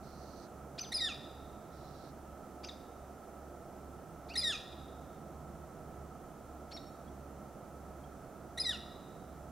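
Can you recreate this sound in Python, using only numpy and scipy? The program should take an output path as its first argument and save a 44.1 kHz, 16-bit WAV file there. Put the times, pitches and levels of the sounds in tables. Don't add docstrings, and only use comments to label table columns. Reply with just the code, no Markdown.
import sys
import numpy as np
from scipy import signal
from scipy.fft import rfft, irfft
from scipy.io import wavfile
from scipy.ndimage import uniform_filter1d

SR = 44100
rng = np.random.default_rng(int(sys.argv[2]) if len(sys.argv) > 2 else 0)


def log_audio(samples):
    frames = np.atleast_2d(samples).T
    limited = np.clip(frames, -1, 1)
    pcm = np.round(limited * 32767).astype(np.int16)
    wavfile.write(sys.argv[1], SR, pcm)


N = 419391

CHEST_OVERTONES_DB = [8, -0.5, -6, -9, 4, -10, -12, -24, -40]
WHISTLE_OVERTONES_DB = [-36, 0.5, -38, -6.5, -53, -39, -60, -60, -60]
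# freq_hz, gain_db
THROAT_GAIN = [(1000, -11.5), (1900, -8), (2600, -1.5), (3700, 3), (5000, -1), (6000, -1.5), (7400, -6.5),
               (9800, -12), (12000, -11.5), (15500, -25)]
EFFORT_DB_PER_OVERTONE_PER_DB, EFFORT_REFERENCE_DB = .17, -28.5
AIR_BAND_HZ, AIR_GAIN_DB = [1300, 6430], 2
AIR_LEAK = 0.026
ROUGH_FLOOR, ROUGH_PITCH_SHARE, ROUGH_RATE_HZ = .06, 0.41, 524

# stage_times_s, stage_pitches_hz, peak_db (before overtone gains), shape_depth,
# beak_db_per_overtone
RISE_SHAPE, RISE_ROWS = [(0, 0, -25, .2, 0.5), (.35, 0.49, -9.5, 0.32, .5), (.62, 0.653, -0.5, 0.36, 0.24),
                         (.82, .95, -12.5, 0.24, 0.36), (1, 1, -22, .2, 0.5)], [([.778, .804], [1730, 2850], -33.5, 1, -2.7), ([2.631, 2.659],
                                       [2014, 2760], -38.5, 1.05, -5), ([4.284, 4.312], [1950, 2550],
                                       -48, 0.74, 2), ([6.710, 6.734], [1690, 2450], -45, 0.64, 1.8)]
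PIP_SHAPE, PIP_ROWS = [(0, 0, -20, .95, .05), (.25, .6, -8.5, .95, .05), (.55, 1, 0, .9, .05),
                       (.8, 1.4, -10, .95, .05), (1, 2, -24, .95, .05)], [([.800, 0.831], [2960, 3050, 2960], -32, 1.3, -2.3), ([2.666, 2.686],
                                    [3090, 3100, 3010], -46, 0.99, -3), ([6.729, 6.772], [2735, 2752, 2760],
                                    -44.5, .6, 1)]
DROP_SHAPE, DROP_ROWS = [(0, 0, -10, .1, .25), (.25, .45, -6, 0.21, .25), (.46, 0.67, -0.5, .35, .12),
                         (.75, .85, -13, .2, .15), (1, 1, -19, .2, .1)], [([.830, .872], [2700, 1300], -49, .6, -2), ([2.684, 2.708],
                                       [2400, 1600], -42, 1.0, .1), ([4.336, 4.354], [2820, 1900],
                                       -43, 1.0, 1.5), ([6.764, 6.788], [2400, 1720], -45, 0.87, 1.8)]
ONSET_SHAPE, ONSET_ROWS = [(0, 0, -19, .05, .12), (.15, .05, -5, .05, .15), (.33, -.3, -1.5, 0.069, 0.067),
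                           (.47, 1.42, -4, .1, 0.14), (.57, .4, -5.5, .6, .08), (.75, 0.92, 0, .7, .05),
                           (1, 1, -19, .9, .03)], [([.917, .950], [1900, 2130], -36.5, 1.0, 2.5), ([4.352, 4.385],
                                          [1900, 2080], -33.5, 1.0, 1.6), ([8.573, 8.608], [1930, 2070],
                                          -36, 1.1, 2)]
WHISTLED_SHAPE, WHISTLED_ROWS = [(0, 0, -18, .98, .05), (.3, .4, -2, .9, .05), (.75, .8, 0, .95, .04),
                                 (1, 1, -6, .95, .04), (1.2, 1.3, 0, .8, .04), (1.55, 1.8, -8, .4, .07),
                                 (2, 2, -24, .55, 0.079)], [([.938, .963, .994], [2680, 2440, 2380], -29.5, .9, 3.5),
                                                   ([4.372, 4.389, 4.418], [2610, 2495, 2390],
                                                   -28, .9, 4.1), ([8.596, 8.612, 8.636],
                                                   [2580, 2500, 2430], -29, 1.1, 3.5)]
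SOFT_TONE_SHAPE, SOFT_TONE_ROWS = [(0, 0, -16, .9, .04), (.22, .2, -0.5, .9, .04), (.65, .7, -5, .9, .05),
                             (1, 1, -16, 0.82, .04)], [([0.98, 1.002], [1840, 1790], -40.5, .9, -2), ([4.299, 4.336],
                                             [1180, 1460], -44, 0.75, -2), ([4.412, 4.433], [1775, 1765],
                                             -41, 1.0, 3), ([8.632, 8.651], [1860, 1770], -43, .9, 1)]
SLUR_SHAPE, SLUR_ROWS = [(0, 0, -36, .1, .14), (.4, .6, -17, .1, .06), (.6, .685, -7, .2, .05),
                         (.9, .745, -3, .5, .04), (1.05, .762, -1, 0.27, .04),
                         (1.5, .78, -10.5, 0.045, .04), (2, .81, 0, 0.17, .03), (2.55, .85, -9.5, .08, .05),
                         (3, .9, -4.5, 0.24, 0.063), (3.6, .93, -8, .08, .08), (4, 0.98, -13, .2, .09),
                         (4.15, 1.5, -12, .08, .1), (4.45, 1.76, -10, .13, .12), (4.7, 1.9, -16, .15, .1),
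                         (5, 2, -10, .2, .1), (6, 3, -34, .05, .06)], [([.988, 1.020, 1.050, 1.076, 1.084, 1.125, 1.137],
                                       [2820, 1603, 1216, 1140], -30.5, .9, -.5),
                                       ([4.420, 4.447, 4.480, 4.503, 4.519, 4.560, 4.569],
                                       [2860, 1603, 1210, 1120], -29.5, .8, .5),
                                       ([8.634, 8.669, 8.696, 8.711, 8.722, 8.748, 8.780],
                                       [2900, 1645, 1400, 1150], -29, 1.2, .1)]

# freq_hz, left_minus_right_db
BIRD_BALANCE_DB = [(1200, -4), (2000, -3.5), (4000, 1.5), (7000, -0.5), (10000, -5), (14000, 3)]
# delay_s, level_db, left_minus_right_db
TRUNK_ECHOES = [(.040, -20.5, -8), (.078, -25.5, -6)]
# freq_hz, t60_s
WOOD_DECAY_S = [(1000, 0.33), (2000, 0.59), (3700, 0.56), (5000, 0.41), (7000, 0.45), (12000, 0.34)]
# freq_hz, gain_db
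WOOD_COLOUR_DB = [(1500, 1.5), (2600, -1), (3700, 2), (4600, 6.5), (5600, 2.5), (8000, -4), (12000, 10.5)]
FAR_EDGE_DB, FAR_EDGE_SLOWER = -13.5, 2.7
WOOD_GAIN_DB, WOOD_RISE_S, WOOD_ALIKE = -42, 0.0018, .9
FLUTTER_DB, FLUTTER_HZ = 1, 40

# start_s, end_s, closing_level_db (before edge fade), closing_pitch_ratio
RASP_CALLS = [(.015, 0.476, -67, .99), (1.71, 2.12, -69, .92)]
# freq_hz, noise_corner_hz, relative_db
RASP_THROAT_BANDS = [(4070, 330, -8), (4480, 330, 0), (5160, 360, -5), (6060, 440, -2.5)]
RASP_BUZZ_DEPTH, RASP_BUZZ_START_HZ, RASP_BUZZ_END_HZ = 0.23, 150, 134
RASP_ATTACK_S, RASP_RELEASE_S, RASP_EDGE_DB = .025, .025, -14
RASP_GROWS_DB, RASP_SLIDE_RATIO, RASP_PAN_DB = 4.5, .02, -12.5

# time_s (onset 8 ms earlier), peak_db, mean_pitch_hz
FAR_BIRD_CHIRPS = [(7.0783, -65, 3330), (8.0396, -63, 3240)]

# time_s, pitch_hz, level_db
VEHICLE_PULL = [(4.5, 124, -66), (4.85, 149, -63), (5.35, 157, -62), (6.1, 152, -63), (6.5, 146, -68)]

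ENGINE_HZ, ENGINE_RMS_DB = 69.43, -59.3
# time_s, beats_elapsed, rms_db
SECOND_ENGINE_BEATS = [(0, 0, -65), (2.04, 5, -65), (4.08, 10, -62), (5.47, 12.5, -62), (6.86, 15, -61),
                       (8.26, 17, -62), (9.51, 18.5, -63)]
# multiple, rms_db
ENGINE_OVERTONES = [(2, -65.5), (3, -66.5), (4, -69.5), (5, -66)]

# freq_hz, relative_density_db
RUMBLE_SPECTRUM = [(13, -46), (22, -7.5), (69, -3.5), (113, -4.5), (200, -1), (339, -3), (530, -5),
                   (713, -1.5), (901, -11.5), (1140, -14.5), (1320, -9), (1470, -17.5), (1670, -22),
                   (2550, -30.5), (3500, -37.5), (4550, -62), (7700, -120)]
# freq_hz, width_hz, peak_db
RUMBLE_HUMPS = [(777, 300, 1), (1303, 84, 6)]
# freq_hz, left_minus_right_db
RUMBLE_BALANCE_DB = [(60, -5), (150, -6), (380, -4.5), (950, -3.5), (2380, -4.5), (5980, -6), (15000, 0.0)]
# freq_hz, likeness_0_1
RUMBLE_LIKENESS = [(60, 0.93), (180, 1), (550, 0.91), (1650, 0.94), (4970, 0.36), (15000, 0.44)]
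# time_s, gain_db
BASS_SWELL = [(0, 3), (1, -0.5), (2, 2.5), (3, -8), (4, 2.5), (4.8, 2), (5.8, 3), (6.6, 1), (7.5, 3),
              (8.5, 2.5), (9.51, 3.5)]
RUMBLE_RMS_DB, SWELL_HZ, SWELL_WIDTH_HZ = -50, 152, 62

# freq_hz, relative_density_db
HISS_SPECTRUM = [(1470, 0.5), (2500, -8.5), (3100, -5.5), (4980, -5), (5840, -1), (7190, -1.5),
                 (15000, -7.5), (15600, -26)]
# freq_hz, likeness_0_1
HISS_LIKENESS = [(2500, 0.98), (4500, 0.75), (7000, 0.047), (11000, 0.49), (15000, 0.75)]
HISS_RMS_DB = -66.5

CUTOFF_HZ = 15790


def amp(db):
    return 10 ** (np.asarray(db) / 20)


def rms_one(x):
    return x / np.sqrt(np.mean(x ** 2) + 1e-20)


def at_hz(points, hz):
    table_hz, values = np.transpose(points)
    return np.interp(np.log(np.maximum(hz, 1)), np.log(table_hz), values)


def pan(db):
    half_db = np.asarray(db) / 2
    return amp(np.array([half_db, -half_db]))


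def wander(rate_hz, size):
    r = np.exp(-2 * np.pi * rate_hz / SR)
    noise = rng.standard_normal(size + SR)
    settled = signal.lfilter([1], [1, -2 * r, r * r], noise)[SR:]
    return rms_one(settled)


def stereo_noise(gain, alike, size):
    alike = np.clip(alike, 0, 1)
    mid, side = rfft(rng.standard_normal((2, size)))
    return gain * (np.sqrt(1 + alike) * mid + np.sqrt(1 - alike) * side * [[1], [-1]])


def notes():
    kinds = [(RISE_SHAPE, RISE_ROWS), (PIP_SHAPE, PIP_ROWS), (DROP_SHAPE, DROP_ROWS),
             (ONSET_SHAPE, ONSET_ROWS), (WHISTLED_SHAPE, WHISTLED_ROWS),
             (SOFT_TONE_SHAPE, SOFT_TONE_ROWS), (SLUR_SHAPE, SLUR_ROWS)]
    for shape, rows in kinds:
        stage, glide, under_db, whistle, rough = np.transpose(shape)
        for times_s, pitches_hz, peak_db, depth, beak_db in rows:
            step = np.clip(glide.astype(int), 0, len(pitches_hz) - 2)
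            hz = np.take(pitches_hz, step) + (glide - step) * np.diff(pitches_hz)[step]
            s = np.interp(stage, np.arange(len(times_s)), times_s)
            yield s, hz, peak_db + depth * under_db, whistle, rough, beak_db


def woodpecker():
    out = np.zeros(N)
    air_filter = signal.butter(4, AIR_BAND_HZ, "band", fs=SR, output="sos")
    air = rms_one(signal.sosfilt(air_filter, rng.standard_normal(N)))
    for s, *columns, beak_db in notes():
        at = np.arange(int(s[0] * SR), int(s[-1] * SR))
        hz, level_db, whistle, rough = [np.interp(at / SR, s, c) for c in columns]
        whistle = np.clip(whistle, 0, 1)
        rough = np.clip(rough - ROUGH_FLOOR, 0, 1) * (1 - whistle)
        shake = ROUGH_PITCH_SHARE * rough * wander(ROUGH_RATE_HZ, size=len(at))
        hz = uniform_filter1d(hz, size=60) * (1 + shake)
        phase = 2 * np.pi * np.cumsum(hz) / SR
        fade = signal.windows.tukey(len(at), .15)
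        out[at] += fade * (rough + AIR_LEAK) * amp(level_db + AIR_GAIN_DB) * air[at]
        effort_db = EFFORT_DB_PER_OVERTONE_PER_DB * (level_db - EFFORT_REFERENCE_DB)
        registers = zip(CHEST_OVERTONES_DB, WHISTLE_OVERTONES_DB)
        for k, (chest_db, whistle_db) in enumerate(registers, start=1):
            register_db = chest_db + whistle * (whistle_db - chest_db)
            bright_db = max(k - 2, 0) * (beak_db + effort_db)
            gain = amp(level_db + register_db + at_hz(THROAT_GAIN, k * hz) + bright_db)
            below_alias = k * hz < SR / 2.2
            out[at] += fade * gain * below_alias * np.sin(k * phase)
    return out


def woodland(x):
    out = irfft(rfft(x) * pan(at_hz(BIRD_BALANCE_DB, np.fft.rfftfreq(N, 1 / SR))), N)
    for delay_s, echo_db, pan_db in TRUNK_ECHOES:
        late = np.interp(np.arange(N) - delay_s * SR, np.arange(N), x)
        out = out + amp(echo_db) * pan(pan_db)[:, None] * late
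    scatter = irfft(stereo_noise(0.56, WOOD_ALIKE, size=SR), SR)
    hz, s, cells = signal.stft(scatter, SR, nperseg=256)
    near_db = -60 * s / at_hz(WOOD_DECAY_S, hz)[:, None]
    decay = amp(near_db) + amp(FAR_EDGE_DB + near_db / FAR_EDGE_SLOWER)
    rise = 1 - np.exp(-s / WOOD_RISE_S)
    cells = cells * amp(at_hz(WOOD_COLOUR_DB, hz)[:, None]) * decay * rise
    response = signal.istft(cells, SR, nperseg=256)[1][:, :SR]
    tail = signal.fftconvolve(x[None], response, axes=1)[:, :N]
    tail_gain = amp(WOOD_GAIN_DB + FLUTTER_DB * wander(FLUTTER_HZ, size=N))
    return out + tail_gain * tail


def rasp():
    out = np.zeros(N)
    for start_s, end_s, close_db, pitch in RASP_CALLS:
        at = np.arange(int(start_s * SR), int(end_s * SR))
        gone = np.linspace(0, 1, len(at))
        attack = 1 - (at / SR - start_s) / RASP_ATTACK_S
        release = 1 - (end_s - at / SR) / RASP_RELEASE_S
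        edge = np.clip(np.maximum(attack, release), 0, 1)
        level_db = close_db - RASP_GROWS_DB * (1 - gone) + RASP_EDGE_DB * edge
        buzz_hz = np.interp(gone, [0, 1], [RASP_BUZZ_START_HZ, RASP_BUZZ_END_HZ])
        buzz = np.sin(2 * np.pi * np.cumsum(buzz_hz) / SR)
        pulsed = amp(level_db) * (1 + RASP_BUZZ_DEPTH * buzz)
        shift = pitch + RASP_SLIDE_RATIO * (gone - 1)
        for hz, corner_hz, band_db in RASP_THROAT_BANDS:
            phase = 2 * np.pi * hz * np.cumsum(shift) / SR
            band = wander(corner_hz, size=len(at)) * np.sin(phase)
            band = band + wander(corner_hz, size=len(at)) * np.cos(phase)
            out[at] += amp(band_db - 3) * pulsed * band
    return pan(RASP_PAN_DB)[:, None] * out


def far_bird():
    out, t = np.zeros(N), np.arange(int(0.024 * SR)) / SR
    cycles_s = t + 1.9 * (t ** 2 - t * t[-1])
    for s, peak_db, hz in FAR_BIRD_CHIRPS:
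        chirp = amp(peak_db) * np.hanning(len(t)) * np.sin(2 * np.pi * hz * cycles_s)
        out[int((s - .008) * SR):][:len(t)] += chirp
    return out


def vehicle():
    s, hz, level_db = np.transpose(VEHICLE_PULL)
    at = np.arange(int(s[0] * SR), int(s[-1] * SR))
    phase = 2 * np.pi * np.cumsum(np.interp(at / SR, s, hz)) / SR
    tone = np.sin(phase) + amp(-4) * np.sin(phase / 2)
    tone = tone * (1 + .45 * wander(4, size=len(at)))
    gain = np.sqrt(2) * amp(np.interp(at / SR, s, level_db))
    out = np.zeros(N)
    out[at] = gain * signal.windows.tukey(len(at), .2) * tone
    return pan(-4.5)[:, None] * out


def hum():
    s, beats, second_db = np.transpose(SECOND_ENGINE_BEATS)
    t = np.arange(N) / SR
    phase = 2 * np.pi * ENGINE_HZ * t
    first = amp(ENGINE_RMS_DB) * np.sin(phase)
    second_phase = phase + 2 * np.pi * np.interp(t, s, beats)
    second = amp(np.interp(t, s, second_db)) * np.sin(second_phase)
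    out = np.sqrt(2) * (first - second)
    for k, over_db in ENGINE_OVERTONES:
        waver = 1 + wander(2.5 * k, size=N)
        out = out + amp(over_db) * rms_one(waver * np.sin(k * phase))
    return pan(-1.1)[:, None] * out


def rumble():
    hz = np.fft.rfftfreq(N, 1 / SR)
    humps_db = sum(peak_db / (1 + (2 * (hz - at) / width) ** 2) for at, width, peak_db in RUMBLE_HUMPS)
    gain = amp(at_hz(RUMBLE_SPECTRUM, hz) + humps_db) * pan(at_hz(RUMBLE_BALANCE_DB, hz))
    noise = stereo_noise(gain, at_hz(RUMBLE_LIKENESS, hz), size=N)
    bass_share = 1 / (1 + (2 * (hz - SWELL_HZ) / SWELL_WIDTH_HZ) ** 2)
    swell = amp(np.interp(np.arange(N) / SR, *np.transpose(BASS_SWELL)))
    bass = swell * irfft(noise * bass_share, N)
    rest = irfft(noise * (1 - bass_share), N)
    return amp(RUMBLE_RMS_DB) * rms_one(bass + rest)


def hiss():
    hz = np.fft.rfftfreq(N, 1 / SR)
    gain = amp(at_hz(HISS_SPECTRUM, np.minimum(hz, 15000)))
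    noise = stereo_noise(gain, at_hz(HISS_LIKENESS, hz), size=N)
    return amp(HISS_RMS_DB) * rms_one(irfft(noise, N))


def scene():
    birds = woodland(woodpecker() + far_bird())
    return birds + rasp() + vehicle() + hum() + rumble() + hiss()


def record(dry):
    low_pass = signal.ellip(14, .5, 70, CUTOFF_HZ, fs=SR, output="sos")
    return signal.sosfilt(low_pass, dry)


dry = scene()
out = record(dry)
log_audio(out)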